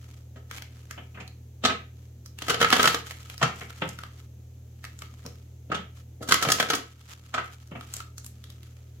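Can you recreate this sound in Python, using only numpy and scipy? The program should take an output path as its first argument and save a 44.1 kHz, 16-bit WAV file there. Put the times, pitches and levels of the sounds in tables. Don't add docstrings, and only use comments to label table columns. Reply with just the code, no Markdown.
import sys
import numpy as np
from scipy import signal
from scipy.fft import rfft, irfft
from scipy.io import wavfile
from scipy.ndimage import uniform_filter1d

SR = 44100
rng = np.random.default_rng(int(sys.argv[2]) if len(sys.argv) > 2 else 0)


def digitize_waveform(pressure):
    field = np.atleast_2d(pressure).T
    bounded = np.clip(field, -1, 1)
    quanta = np.round(bounded * 32767).astype(np.int16)
    wavfile.write(sys.argv[1], SR, quanta)


N = 396900


def amp(db):
    return 10 ** (np.asarray(db) / 20)


def evened(x):
    return x / np.sqrt(np.mean(x ** 2) + 1e-20)


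def read(points, hz):
    f, value = np.transpose(points)
    return np.interp(np.log(hz + 1), np.log(f + 1), value)


def follow(points):
    return amp(np.interp(np.arange(N) / SR, *np.transpose(points)))


def add(mix, s, sound):
    part = mix[:, round(s * SR):][:, :sound.shape[1]]
    part += sound[:, :part.shape[1]]


def pair(x, likeness):
    a, b = rfft(x)
    same = np.clip(read(likeness, np.fft.rfftfreq(x.shape[1], 1 / SR)), 0, 1)
    mid = a * np.sqrt((1 + same) / 2)
    side = b * np.sqrt((1 - same) / 2)
    return irfft(np.array([mid + side, mid - side]), x.shape[1])


# centre in Hz, width in Hz, boost in dB before the ring factor.
RESONANCES = [(308.5, 38, 1), (463, 79, 7), (711, 110, 6), (1290, 97, 8.5), (2280, 47, 2), (3113, 420, 3.5)]


def card_body(colour, ring, bass_db=0, treble_db=0, flex=(1, 0), size=2048):
    hz = abs(np.fft.fftfreq(size, 1 / SR))
    resonances_db = sum(boost / (1 + (2 * (hz - f) / width) ** 2) for f, width, boost in RESONANCES)
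    db = read(colour, hz) + ring * resonances_db
    db = db + bass_db * read([(550, 1.0), (1200, 0.043)], hz)
    db = db + treble_db * read([(2700, 0), (6500, 1.0)], hz)
    flex_hz, flex_db = flex
    db = db + flex_db / (1 + ((hz / flex_hz - 1) / .14) ** 2)
    minimum_phase = np.exp(np.conj(signal.hilbert(np.log(amp(db)))))
    return np.fft.ifft(minimum_phase).real


def bent(colour, ring, bend, cup, bass_db, treble_db, flex_db, flat_hz=850, bend_octaves=2.7):
    boost = ring * (1 + cup / 2)
    note_hz = flat_hz * 2 ** (bend_octaves * bend)
    return card_body(colour, boost, bass_db, treble_db, (note_hz, flex_db))


# frequency in Hz, likeness from 0 to 1.
CONTACT_LIKENESS = [(270, 1), (640, 0.4), (1300, 1), (2500, 0.2), (8000, 0.4)]


def contact(s, body, level_db, contact_s, grain_db, scrape_db, scrape_s=0.0073, size=4096):
    lead_s = size / SR / 4
    t = np.arange(size) / SR - lead_s
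    u = np.maximum(t, 0) / max(contact_s, 1e-4)
    release = u ** 0.84 * np.exp(-u)
    scrape = amp(scrape_db) * np.exp(-abs(t) / scrape_s)
    clumps = amp(grain_db * evened(uniform_filter1d(rng.standard_normal(size), size=14)))
    noise = rng.standard_normal((2, size))
    impacts = pair((release + scrape) * clumps * noise, CONTACT_LIKENESS)
    sound = signal.fftconvolve(impacts, body[None], axes=1)
    over_10_ms = np.sqrt(SR / 100 / sound.shape[1])
    return s - lead_s, amp(level_db) * evened(sound) * over_10_ms


SLIP_AHEAD_S, SLIP_DB = .016, -14
# release in seconds, level in dB before gain_db,
# treble tilt in dB, contact time in seconds before the stretch.
PACKET_SNAPS = [(2.42, -33.5, 3.5, 0.0018), (2.482, -27.5, 2.5, 0.0019), (2.495, -18, 2.5, 0.0053),
                (2.543, -25, -5, 0.0015), (2.603, -27.5, 2.5, .005), (2.613, -17.5, -2, 0.0026),
                (2.626, -18, -3, 0.0021), (2.646, -16.5, -9, 0.00094), (2.703, -24, 4, 0.00095),
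                (2.7253, -12.5, -4, .0036), (2.764, -23, 0, 0.0024), (2.794, -16.5, -7, 0.004),
                (2.829, -20, 8.5, 0.0016), (2.84, -18.5, -4.5, 0.0033), (2.855, -17.5, 0.5, 0.0016),
                (2.874, -16, 1, 0.0022), (2.944, -23.5, 3, 0.002), (6.224, -37, 10.5, 0.0054),
                (6.287, -26, 9, 0.0037), (6.31, -25.5, 2, 0.0014), (6.322, -12, 1.5, 0.00093),
                (6.341, -20.5, 5.5, 0.0017), (6.424, -20.5, 8, 0.0041), (6.45, -26, -8, 0.0029),
                (6.486, -22, 0, 0.0028), (6.501, -23, 3.5, 0.0014), (6.519, -16.5, 13, 0.0018),
                (6.599, -18, 0.5, 0.0031), (6.626, -25, -0.5, 0.0012), (6.70, -20, 3, 0.0034),
                (6.733, -22.5, -3, 0.0029), (6.749, -28.5, 16.5, .003)]
# frequency in Hz, level in dB.
SNAP_SPECTRUM = [(40, -24), (100, -4.5), (250, -3), (800, -7.5), (1500, 0.5), (2500, -6.5), (3500, -5.5),
                 (5000, -10), (7000, -11.5), (8500, -20), (11500, -18.5), (16000, -26.5)]


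def snaps(ring=1, gain_db=1, stretch=1.2, grain_db=1.5, scrape_db=-24, flex_db=3.5,
          bass_db=-2, thick_db=3.0, stiffening=0.39):
    usual_db, usual_s = -21, .002
    out = np.zeros((2, N))
    chances = rng.random((len(PACKET_SNAPS), 3))
    for (s, db, treble_db, contact_s), (bend, cup, early) in zip(PACKET_SNAPS, chances):
        thump_db = bass_db + thick_db * np.log2(contact_s / usual_s)
        thump_db = thump_db - stiffening * (db - usual_db)
        body = bent(SNAP_SPECTRUM, ring, bend, cup, thump_db, treble_db, flex_db)
        add(out, *contact(s, body, db + gain_db, contact_s * stretch, grain_db, scrape_db))
        slip_s = s - SLIP_AHEAD_S * (1 + early) / 2
        add(out, *contact(slip_s, body, db + SLIP_DB, contact_s, grain_db, scrape_db))
    return out


FIRM_DB, CORNER_LEAD_S = -22, .012
CORNER_DB, CORNER_BASS_DB, CORNER_TREBLE_DB = -8, 3.5, -4
# landing in seconds, level in dB before gain_db, bass tilt in dB, treble tilt in dB.
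FLAT_LANDINGS = [(.357, -49.5, 8.5, 10), (0.976, -42.5, 5, -21), (1.144, -50, -4, -2),
                 (1.171, -44.5, 1, -25), (1.2, -42.5, 0, 9.5), (1.649, -19, -1.5, 13),
                 (1.695, -28, -6, -16), (3.426, -19.5, -5.5, 9.5), (3.61, -39, 0.5, -8),
                 (3.818, -27, 3, -11), (5.25, -43.5, 15, 3.5), (5.698, -38, 17, -4.5), (5.716, -27, 2.5, 1),
                 (5.744, -31.5, 0, 9), (6.207, -39.5, 32, 10), (6.463, -30.5, 27, 4),
                 (7.34, -27.5, -4.5, 7), (7.378, -28, -4.5, -3.5), (7.713, -41, 9.5, -16),
                 (7.751, -40, 3, -45)]
# frequency in Hz, level in dB.
SLAP_SPECTRUM = [(50, -37), (130, 5.5), (220, -0.5), (450, -6.5), (1500, -5), (2800, -8), (5000, -22),
                 (7300, -25.5), (9000, -37.5), (16000, -47)]


def slaps(ring=0.87, gain_db=4.0, contact_s=0.0054, halving_db=36, grain_db=1.5, scrape_db=-27.0,
          flex_db=9.0):
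    out = np.zeros((2, N))
    chances = rng.random((len(FLAT_LANDINGS), 2))
    for (s, db, bass_db, treble_db), (bend, cup) in zip(FLAT_LANDINGS, chances):
        landing_s = contact_s * .5 ** ((db - FIRM_DB) / halving_db)
        face = bent(SLAP_SPECTRUM, ring, bend, cup, bass_db, treble_db, flex_db)
        add(out, *contact(s, face, db + gain_db, landing_s, grain_db, scrape_db))
        if db > FIRM_DB:
            corner = bent(SLAP_SPECTRUM, ring, bend, cup, bass_db + CORNER_BASS_DB,
                          treble_db + CORNER_TREBLE_DB, flex_db)
            corner_db = db + gain_db + CORNER_DB
            add(out, *contact(s - CORNER_LEAD_S, corner, corner_db, landing_s, grain_db, scrape_db))
    return out


# time in seconds, level in dB before gain_db, note in Hz.
EDGE_CATCHES = [(.5118, -38, 1930), (.582, -42, 2350), (.6217, -41.5, 2320), (.9099, -38, 1880),
                (1.2774, -48.5, 4150), (2.2595, -46.5, 5630), (2.387, -40.5, 2800), (3.1088, -38, 2170),
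                (3.2986, -41, 2350), (3.3788, -43, 5000), (3.7036, -44.5, 1300), (3.89, -41, 7300),
                (3.9882, -39.5, 1290), (4.0348, -39.5, 1140), (4.841, -41, 1850), (4.85, -42, 2620),
                (4.9896, -46.5, 7200), (5.0202, -39.5, 1220), (5.2623, -41.5, 5300), (7.759, -56, 1280),
                (7.8093, -42.5, 1250), (7.9383, -34, 7800), (7.9654, -38, 7240), (8.003, -38, 1330),
                (8.1804, -41.5, 6300), (8.2444, -46.5, 8050), (8.263, -42.5, 11200), (8.44, -48, 3500),
                (8.501, -49.5, 3640), (8.6309, -54, 2970)]
# frequency in Hz, level in dB.
TICK_SPECTRUM = [(60, -28.5), (150, -4.5), (800, -9.5), (1400, -2), (2700, -4), (4500, -1), (7000, -0.5),
                 (9000, -6.5), (13000, -3), (16000, -14)]


def ticks(ring=0.55, gain_db=1, contact_s=0.0011, grain_db=-2.5, scrape_db=-24, note_db=8,
          even_hz=5200, rise_db=6):
    out = np.zeros((2, N))
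    for s, db, note_hz in [*EDGE_CATCHES, *stray_ticks()]:
        treble_db = rise_db * np.log2(note_hz / even_hz)
        body = card_body(TICK_SPECTRUM, ring, 0, treble_db, (note_hz, note_db))
        add(out, *contact(s, body, db + gain_db, contact_s, grain_db, scrape_db))
    return out


def stray_ticks(over_db=5, spread_db=4, middle_hz=3800, count=40):
    when, size, stiffness = rng.random((count, 3)).T
    at = (np.arange(count) + when) / count * N / SR
    level_db = 20 * np.log10(rubbing(at) + 1e-9) + over_db + spread_db * (2 * size - 1)
    note_hz = middle_hz * 2 ** (2 * stiffness - 1)
    return zip(at, level_db, note_hz)


# time in seconds, level in dB before the resting level is taken off.
RUBBING_SPELLS = [
    [(0.0, -58), (0.184, -62.5), (0.336, -69.5), (0.448, -74), (0.568, -68), (0.746, -61), (1.178, -64.5),
     (1.406, -70.5), (1.55, -71)],
    [(3.0, -71), (3.11, -55), (3.54, -55.5), (3.9, -56), (4.24, -66.5), (4.74, -66), (4.9, -61.5),
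     (5.25, -60), (5.51, -65), (5.6, -67)],
    [(6.85, -59.5), (7.11, -62), (7.43, -58.5), (7.75, -62), (7.9, -54.5), (8.02, -61), (8.2, -68.5),
     (8.4, -62.5), (8.72, -61.5), (9.0, -65)],
]


def rubbing(t, rest_db=-67.5, fade_s=.1):
    spells = [[(rows[0][0] - fade_s, rest_db), *rows, (rows[-1][0] + fade_s, rest_db)]
              for rows in RUBBING_SPELLS]
    level_db = np.interp(t, *np.concatenate(spells).T)
    return np.maximum(amp(level_db) - amp(rest_db), 0)


# middle in seconds, length in seconds, peak level in dB before the swell.
QUICK_STROKES = [(0.554, 0.08, -44.5), (2.018, 0.11, -62.5), (2.478, 0.078, -44.5), (2.83, 0.23, -30.5),
                 (3.092, 0.052, -42.5), (3.614, 0.04, -51.5), (4.205, 0.095, -58), (5.987, 0.078, -58),
                 (6.536, 0.23, -39), (7.108, 0.082, -47), (7.535, 0.044, -50.5), (7.99, .06, -48)]
# frequency in Hz, level in dB.
SLIDE_SPECTRUM = [(100, -8.5), (600, -9), (1300, 0), (3000, -1.5), (5000, -3.5), (7000, -2), (9000, -11.5),
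                  (13000, -9.5), (16000, -20)]
# frequency in Hz, likeness from 0 to 1.
DIFFUSE_LIKENESS = [(130, .99), (290, 0.88), (640, 0.39), (1400, 0.027)]


def slide(ring=0.94, catches_per_s=300, catch_db=-1, spread_db=3, catch_s=0.00077, uneven_db=4, rubbing_db=5):
    t = np.arange(N) / SR
    strokes = sum(amp(db) * np.exp(-(2 * (t - s) / length) ** 2) for s, length, db in QUICK_STROKES)
    speed = amp(rubbing_db) * rubbing(t) + strokes
    swell = amp(uneven_db * evened(uniform_filter1d(rng.standard_normal(N), size=700)))
    struck = rng.random(N) < catches_per_s / SR
    sizes = struck * amp(spread_db * np.minimum(rng.exponential(1, N), 4))
    catches = signal.lfilter([1], [1, -np.exp(-1 / (catch_s * SR))], sizes)
    grit = swell + amp(catch_db) * evened(catches)
    rub = pair(grit * rng.standard_normal((2, N)), DIFFUSE_LIKENESS)
    body = card_body(SLIDE_SPECTRUM, ring)
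    return speed * evened(signal.oaconvolve(rub, body[None], axes=1)[:, :N])


# frequency in Hz, time to fall by 60 dB in seconds.
ROOM_DECAY = [(300, 0.34), (1200, 0.28), (2200, 0.34), (6000, 0.26), (15000, 0.24)]


def room_response(early_db=-9, tail_db=-7.5, size=22050):
    early_s, gap_s = .008, .011
    t = np.arange(size) / SR
    taps = rng.standard_normal((2, size)) * (rng.random((2, size)) < 3500 / SR)
    early = taps * (t > .002) * np.exp(-t / early_s)
    onset = 1 - np.exp(-(t / gap_s) ** 2)
    hz, at, z = signal.stft(rng.standard_normal((2, size)) * onset, SR, nperseg=256)
    absorbed_db = read([(200, 2.5), (2200, 0), (6000, 0), (12000, -2.5)], hz)[:, None]
    decay_db = -60 * at / read(ROOM_DECAY, hz)[:, None]
    tail = signal.istft(z * amp(absorbed_db + decay_db), SR, nperseg=256)[1][:, :size]
    both = amp(early_db) * evened(early) + amp(tail_db) * evened(tail)
    return pair(both, DIFFUSE_LIKENESS) / np.sqrt(size)


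def room(x, moves_per_s=3.7, count=5):
    place = moves_per_s * count * np.arange(N) / SR
    nearness = [np.maximum(1 - abs((place - k) % count - 1), 0) for k in range(count)]
    return sum(signal.oaconvolve(x * np.sqrt(near), room_response(), axes=1)[:, :N] for near in nearness)


# frequency in Hz, rms level in dB before waver and dip.
MACHINE_HUM = [(81.5, -48.5), (120, -48.5), (240, -69)]
# frequency in Hz, relative level in dB per Hz.
STILL_AIR = [(30, -9), (180, -5), (450, -12.5), (700, -20.5), (1100, -29.5), (3000, -29), (5000, -32),
             (6700, -26), (9000, -38), (13000, -30), (16000, -35)]
AIR_DB = -58
# time in seconds, level in dB.
BACKGROUND_DIP = [(0, 0), (6.3, 0), (6.65, -5.5), (7.6, -3), (7.9, -0.5)]


def background(waver_db=-0.44):
    t = np.arange(N) / SR
    knots = np.linspace(0, t[-1], num=60)
    whine = (6255, -82)  # Hz, rms dB before waver and dip
    hum = 0
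    for hz, db in [*MACHINE_HUM, whine]:
        waver = waver_db * np.interp(t, knots, rng.standard_normal(len(knots)))
        tone = np.sqrt(2) * np.sin(2 * np.pi * (hz * t + rng.random()))
        hum = hum + amp(db + waver) * tone
    air_gain = amp(read(STILL_AIR, np.fft.rfftfreq(N, 1 / SR)))
    air = irfft(rfft(rng.standard_normal((2, N))) * air_gain, N)
    return follow(BACKGROUND_DIP) * (hum + amp(AIR_DB) * evened(pair(air, DIFFUSE_LIKENESS)))


def scene(snap_echo_db=-.5, slap_echo_db=1.17, tick_echo_db=0.0):
    packets, landings, edges = snaps(), slaps(), ticks()
    left, right = packets + landings + edges
    direct = np.array([np.roll(left, 5), right])
    sent = amp(snap_echo_db) * packets + amp(slap_echo_db) * landings + amp(tick_echo_db) * edges
    return direct + room(sent) + slide() + background()


def record(dry):
    edge_hz, ceiling = 16150, .9
    lowpass = signal.firwin(511, edge_hz, window=("kaiser", 9), fs=SR)
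    rounded = dry / (1 + (dry / ceiling) ** 4) ** .25
    return signal.oaconvolve(rounded, lowpass[None], "same")


dry = scene()
out = record(dry)
digitize_waveform(out)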